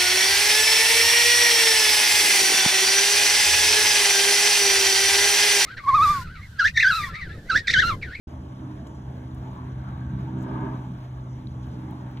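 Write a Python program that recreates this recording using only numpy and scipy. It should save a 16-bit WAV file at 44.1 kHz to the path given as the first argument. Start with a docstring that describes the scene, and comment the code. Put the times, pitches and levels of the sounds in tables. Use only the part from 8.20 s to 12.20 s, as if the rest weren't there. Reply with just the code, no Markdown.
"""Distant engine off a rocky shore

A far engine drones on a slowly sinking pitch, with a weaker second hum beside it. Its rumble and
a wash of far surf swell a little past the middle. Water hisses, bubbles and fizzes between the
stones, with a few faint ticks. A hand-held phone hears it all through two closely spaced ports."""
import sys
import numpy as np
from scipy import signal
from scipy.fft import rfft, irfft
from scipy.io import wavfile
from scipy.ndimage import uniform_filter1d

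SR = 44100
rng = np.random.default_rng(int(sys.argv[2]) if len(sys.argv) > 2 else 0)


def log_audio(samples):
    """Write samples as a 16-bit WAV file to the path given in sys.argv[1]."""
    # one column per channel
    frames = np.atleast_2d(samples).T
    # limit to full scale, then quantise
    limited = np.clip(frames, -1, 1)
    pcm = np.round(limited * 32767).astype(np.int16)
    wavfile.write(sys.argv[1], SR, pcm)


N = 176400  # 4 seconds
TIME = np.arange(N) / SR


def undb(db):
    """Turn decibels into a number to multiply by."""
    return 10 ** (np.asarray(db) / 20)


def unit(x):
    """Scale a signal so that its average strength (rms) is 1."""
    return x / np.sqrt(np.mean(x ** 2))


def curve(rows):
    """Join (time, value) rows with straight lines."""
    return np.interp(TIME, *np.array(rows).T)


def walk(rate):
    """A smooth random wobble of size 1 that takes `rate` steps a second."""
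    hold = max(int(SR / rate), 2)
    steps = np.repeat(rng.standard_normal(4000)[:N // hold + 1], hold)
    return unit(uniform_filter1d(uniform_filter1d(steps, hold), hold)[:N])


def hump(peak_s, half_s):
    """A bell-shaped rise and fall."""
    return np.exp(-.5 * np.minimum(((TIME - peak_s) / half_s) ** 2, 60))


def noise():
    """Two unrelated noises: the direct and the scattered part of a wide source."""
    return rng.standard_normal((2, N))


def shaped_noise(tone):
    """Noise of strength 1 whose tone follows (frequency, level) rows."""
    hz, db = np.array(tone).T
    f = np.maximum(np.fft.rfftfreq(N, 1 / SR), 1)
    gain = undb(np.interp(np.log(f), np.log(hz), db))
    return unit(irfft(rfft(noise()) * gain, N))


def resonate(x, hz, width_hz):
    """Keep one band of a sound by passing it twice through a resonance; strength 1."""
    b, a = signal.iirpeak(min(hz, .45 * SR), hz / width_hz, fs=SR)
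    return unit(signal.sosfilt([np.r_[b, a]] * 2, x))


# The tones in the drone and in the second hum: multiple of the base pitch, relative level/dB
DRONE_TONES = [(1, -20), (2, 0), (3, -11.5), (4, -11.5), (5, -14), (6, -22), (16, -29.5)]
HUM_TONES = [(1, -2), (2, -10.5), (3, -18.5), (4, -10), (5, -19.5)]
# How loud the drone's main tone is: t/s, level/dB
MAIN_TONE_LEVEL = [(.1, -44.5), (.45, -39), (.77, -44), (.92, -36.5), (1.35, -41.5), (1.56, -33),
                   (1.72, -35), (1.95, -32), (2.22, -32), (2.36, -33), (2.58, -33.5), (2.85, -37),
                   (3.2, -36), (4.0, -37)]
# Rise and fall of the hum's lowest tone, and of all remaining tones: t/s, relative level/dB
HUM_BASE_SWELL = [(.1, 6), (.75, -11), (1.0, 2), (1.2, -5.5), (1.7, 8), (2.05, 5), (2.4, -10), (2.75, -13),
                  (3.2, 3), (4.0, -6)]
OTHER_TONES_SWELL = [(.1, -2), (.55, -1), (1.1, -0.5), (1.5, 1), (1.85, 1), (2.15, 8.5), (2.45, 12),
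                     (2.7, -1), (2.9, -4.5), (3.3, -0.5), (3.7, 5.5), (4.0, -1)]

def engine():
    """A drone and a hum sink together in pitch; each tone fades in and out on its way through the air."""
    firing_hz, sag_hz_per_s, hum_hz = 64.47, .33, 76.25
    other_tones_db, hum_db = -39, -45
    hz = firing_hz - sag_hz_per_s * TIME
    drone_phase = 2 * np.pi * np.cumsum(hz * (1 + .0036 * walk(9))) / SR
    hum_phase = 2 * np.pi * np.cumsum(hum_hz * hz / firing_hz * (1 + .00586 * walk(8.27))) / SR
    swell_db = curve(OTHER_TONES_SWELL)

    def tone(phase, db):
        return np.sqrt(2) * np.sin(phase + rng.uniform(0, 2 * np.pi)) * undb(db)

    out = np.zeros((2, N))  # row 0 is direct sound, row 1 is scattered
    for multiple, db in DRONE_TONES:
        if multiple == 2:  # the main tone
            moving_db = curve(MAIN_TONE_LEVEL) + .27 * walk(8)
            jitter = 0
        else:
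            moving_db = other_tones_db + swell_db + 2.5 * walk(9)
            jitter = .12 * walk(21.83)  # radians
        out[0] += tone(multiple * drone_phase + jitter, db + moving_db)
    for multiple, db in HUM_TONES:
        moving_db = curve(HUM_BASE_SWELL) if multiple == 1 else swell_db
        out[0] += tone(multiple * hum_phase, hum_db + db + moving_db + 1.1 * walk(7.74))
    return out


# Tone of the deep and the upper rumble: f/Hz, relative level/dB
DEEP_TONE = [(15, -48.5), (26, -35), (38, -5.5), (50, 10), (64, 18), (85, 11.5), (105, 11), (135, 12),
             (200, -64.5)]
UPPER_TONE = [(30, -41.5), (115, 0.5), (165, 0.5), (230, -0.5), (275, -4), (315, -7.5), (360, -11.5),
              (415, -15), (460, -16.5), (700, -80.5)]
# How each rises and falls: t/s, relative level/dB
DEEP_LEVEL = [(.1, -43.5), (.75, -45.5), (1.25, -41), (1.6, -40.5), (2.1, -41.5), (2.7, -43.5),
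              (3.0, -45.5), (3.3, -41.5), (4.0, -43.5)]
UPPER_LEVEL = [(.1, -41), (.7, -40), (1.15, -42), (1.5, -36), (1.8, -42), (2.05, -37.5), (2.4, -33.5),
               (2.65, -37), (2.9, -45.5), (3.15, -41), (3.55, -37), (4.0, -39.5)]

def rumble():
    """The engine's turbulent roar: a deep part and a fluttering part above it."""
    deep = shaped_noise(DEEP_TONE) * undb(curve(DEEP_LEVEL) + 1.4)
    upper = shaped_noise(UPPER_TONE) * undb(curve(UPPER_LEVEL) - 4)
    flutter = undb(2.06 * walk(25))
    return deep + upper * flutter


# Tone of the low, middle and high parts of the surf: f/Hz, relative level/dB
LOW_SURF_TONE = [(300, -18), (430, 2.5), (560, 4), (615, 7.5), (740, 3.5), (900, -34.5)]
MID_SURF_TONE = [(650, -18), (790, -1), (915, 0.5), (1020, -8.5), (1120, 2.5), (1200, -3), (2000, -73)]
HIGH_SURF_TONE = [(900, -66), (1280, 6), (1450, 3.5), (1640, 1.5), (1850, -4.5), (2250, -4.5),
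                  (2700, -11.5), (4000, -12), (8000, -56)]
# How each rises and falls: t/s, relative level/dB
LOW_SURF_LEVEL = [(.1, -53.5), (.85, -54.5), (1.1, -52), (1.5, -54.5), (2.1, -54), (2.85, -54), (3.3, -56),
                  (3.48, -53), (3.72, -53), (4.0, -54.5)]
MID_SURF_LEVEL = [(.1, -55), (.5, -59), (1.15, -55.5), (1.5, -54), (1.7, -53.5), (2.0, -54), (2.6, -54),
                  (2.9, -57.5), (3.3, -58.5), (3.5, -56.5), (3.72, -54), (3.9, -56)]
HIGH_SURF_LEVEL = [(.1, -62.5), (.55, -61), (.8, -63.5), (1.2, -61), (1.45, -59.5), (1.9, -58.5),
                   (2.2, -60), (2.75, -61.5), (3.3, -63.5), (3.7, -61.5), (4.0, -59)]

def surf():
    """Far waves blend into a wavering wash, made of three bands of noise."""
    low = shaped_noise(LOW_SURF_TONE) * undb(curve(LOW_SURF_LEVEL))
    middle = shaped_noise(MID_SURF_TONE) * undb(curve(MID_SURF_LEVEL) + 3)
    high = shaped_noise(HIGH_SURF_TONE) * undb(curve(HIGH_SURF_LEVEL) + 3)
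    return flicker(low + middle + high) * undb(1.14 * walk(50))


def flicker(x, depth_db=1.8):
    """Each narrow band wavers on its own, as air and ground reflections shift."""
    f = np.fft.rfftfreq(N, 1 / SR)
    centres_hz = np.geomspace(500, 2400, num=12)
    spectrum = rfft(x)
    bands = (irfft(spectrum * np.interp(f, centres_hz, pick), N) for pick in np.eye(len(centres_hz)))
    return sum(band * undb(depth_db * walk(14)) for band in bands)


# Tone of the hiss: f/Hz, relative level/dB
HISS_TONE = [(1000, 2), (2200, 6.5), (3200, 11.5), (4000, -1), (4800, -1), (6000, 6), (6700, -2), (7400, 0),
             (8700, -7.5), (11000, -1.5), (14000, -35.5), (16000, -33)]
# How loud it is: t/s, level/dB
HISS_LEVEL = [(.1, -66), (.7, -65.5), (1.2, -67), (2.1, -69), (2.4, -67), (2.65, -66), (2.8, -69),
              (3.1, -67.5), (3.7, -66), (4.0, -67.5)]

def hiss():
    """Water hisses steadily between the stones."""
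    return shaped_noise(HISS_TONE) * undb(curve(HISS_LEVEL) + .25 * walk(5.5))


def bubbles(per_s=320, low_hz=3000, high_hz=7070, quietest_db=-72.5, decay_cycles=36):
    """Tiny bubbles ring briefly at random pitches as the stones drain."""
    out = np.zeros((2, N))
    t = np.arange(SR // 25) / SR
    for when, pitch, size in rng.random((int(per_s * N / SR), 3)):
        hz = low_hz * (high_hz / low_hz) ** pitch
        db = quietest_db + 2.6 * min(-np.log(1 - size), 3)  # most are faint, a few louder
        ring = np.sin(2 * np.pi * hz * t) * np.exp(-t * hz / decay_cycles)
        start = int(when * (N - len(t)))
        out[0, start:start + len(t)] += undb(db) * ring
    return out


# One surge a row: peak t/s, half length/s, level/dB, f/Hz, width/Hz
SURGE_EVENTS = [(0.532, 0.15, -46, 306, 46), (0.465, 0.054, -50.5, 1000, 300), (0.74, 0.064, -56, 890, 90),
                (1.287, 0.029, -48.5, 900, 200), (1.4, 0.055, -46.5, 996, 380),
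                (1.675, 0.024, -49, 1270, 348), (1.85, 0.086, -57.5, 1567, 149.5),
                (2.087, 0.011, -45.5, 924, 130), (2.084, 0.23, -39, 175, 101),
                (2.27, 0.081, -51.5, 630, 220), (2.613, 0.039, -49.5, 900, 161),
                (2.704, 0.055, -42, 178, 34.8), (3.703, 0.064, -52, 914, 223)]

def surges():
    """The surf and the rumble rise briefly in one narrow band at a time, which sounds hollow."""
    return sum(resonate(noise(), hz, width) * undb(db) * hump(peak_s, half_s)
               for peak_s, half_s, db, hz, width in SURGE_EVENTS)


# One tick a row: t/s, relative level/dB, f/Hz, width/Hz, decay/s
TICK_EVENTS = [(.668, -45.5, 3220, 1300, 0.0053), (.670, -52.5, 6900, 2200, 0.011),
               (.669, -59, 11000, 6000, .007), (1.147, -51.5, 9600, 6000, .003),
               (1.185, -59, 11000, 8000, .002), (2.224, -50, 11900, 9000, 0.0052),
               (3.271, -43.5, 4030, 1200, 0.003), (3.709, -40, 15500, 2000, .001),
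               (3.710, -48, 10000, 6000, 0.00092), (3.913, -48, 15300, 2000, .0015),
               (3.972, -39.5, 2680, 1400, 0.0058)]

def ticks():
    """Faint close ticks: each is a band of noise that starts sharply and dies away."""
    t = np.arange(SR // 10) / SR
    out = np.zeros((2, N + len(t)))
    for start_s, db, hz, width, decay_s in TICK_EVENTS:
        start = min(int(start_s * SR), N)
        burst = resonate(rng.standard_normal(len(t)), hz, width) * np.exp(-t / decay_s)
        out[0, start:start + len(t)] += .5 * undb(db) * burst
    return out[:, :N]


# One spell of fizz a row: peak t/s, half length/s, level/dB, f/Hz, width/Hz
FIZZ_SPELLS = [(0.746, 0.053, -71, 6460, 2220), (2.22, 0.025, -66, 6600, 2500),
               (2.299, 0.2, -65.5, 3080, 1590), (2.624, 0.065, -77, 6300, 3000),
               (3.132, 0.038, -69, 5900, 1400), (3.436, 0.016, -66, 5700, 1900),
               (3.44, .014, -62.5, 3400, 1600), (3.534, .03, -65, 3900, 2500)]

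def fizz(grain_db=2.5, grains_per_s=170):
    """Water fizzes between the stones in short, grainy spells."""
    spells = sum(resonate(noise(), hz, width) * undb(db) * hump(peak_s, half_s)
                 for peak_s, half_s, db, hz, width in FIZZ_SPELLS)
    grain = unit(undb(grain_db * walk(grains_per_s)))
    return spells * grain


# The bands that ring in the big swell: f/Hz, width/Hz, relative level/dB
SWELL_BANDS = [(396.5, 38, -0.5), (548, 21, -6.5), (634, 47, -5.5), (754, 33, -8.5), (850, 45, -12),
               (917, 93, 0.5), (1032, 48, -4), (1174, 76, -3), (1245, 140, -4), (1520, 110, -9),
               (1647, 93, -9), (2000, 1000, -14)]

def swell(peak_s=2.416, rise_s=.14, fall_s=.11, peak_db=-37):
    """The surf rises once, hollow with narrow resonances, and falls away faster than it came."""
    shape = hump(peak_s, np.where(TIME < peak_s, rise_s, fall_s))
    rings = sum(resonate(noise(), hz, width) * undb(db) for hz, width, db in SWELL_BANDS)
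    return unit(rings) * shape * undb(peak_db)


# How the phone's two microphone openings (ports) hear each frequency:
# f/Hz, left's lead/radians, likeness of the sides (0 to 1), left minus right level/dB
PORT_RESPONSE = [(20, 0, 1, 0), (170, 0, 1, 0), (300, 0, .98, -3.3), (390, -.7, .88, -6),
                 (475, -1.1, .3, -1), (620, -1.2, .65, -2.2), (780, 0, .35, .5), (880, .2, .92, 1),
                 (1000, 1.4, .93, -.8), (1330, 3.5, .55, 2.4), (1620, 6.1, .85, 1.2), (1850, 6.7, .5, 1),
                 (2400, 8, .6, .5), (3200, 7.5, .62, 0), (3800, 7.9, .8, .3), (4200, 8.8, .87, .3),
                 (4700, 9.4, .92, 0), (9000, 15.7, .9, 0), (13300, 22, .86, 0), (16000, 25.8, .7, 0)]

def ports(direct, scattered):
    """Make left and right: scattered sound adds on one side and subtracts on the other."""
    margin = SR // 10  # padding keeps the end from wrapping round to the start
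    padded = np.pad([direct, scattered], ((0, 0), (0, margin)), mode="reflect", reflect_type="odd")
    direct, scattered = rfft(padded)
    f = np.fft.rfftfreq(N + margin, 1 / SR)
    hz, *columns = np.array(PORT_RESPONSE).T
    lead, alike, pan_db = (np.interp(f, hz, column) for column in columns)
    side = np.array([[1], [-1]])  # left, right
    both = direct * np.sqrt((1 + alike) / 2) + side * scattered * np.sqrt((1 - alike) / 2)
    phase_shift = np.exp(.5j * side * lead)
    balance = undb(side * pan_db / 2)
    return irfft(both * phase_shift * balance, N + margin)[:, :N]


def scene():
    """The engine and the water all reach the two ports."""
    direct, scattered = (engine() + rumble() + surf() + hiss() + bubbles()
                         + surges() + ticks() + fizz() + swell())
    return ports(direct, scattered)


def record(dry):
    """The phone fades in quickly after a moment of silence and cuts the highest treble."""
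    silence_s, fade_s, top_hz = .0705, .004, 15700
    fade_in = np.sin(np.pi / 2 * np.clip((TIME - silence_s) / fade_s, 0, 1)) ** 2
    treble_cut = signal.ellip(8, .2, 70, top_hz, fs=SR, output="sos")
    return signal.sosfilt(treble_cut, dry * fade_in)


dry = scene()
out = record(dry)
log_audio(out)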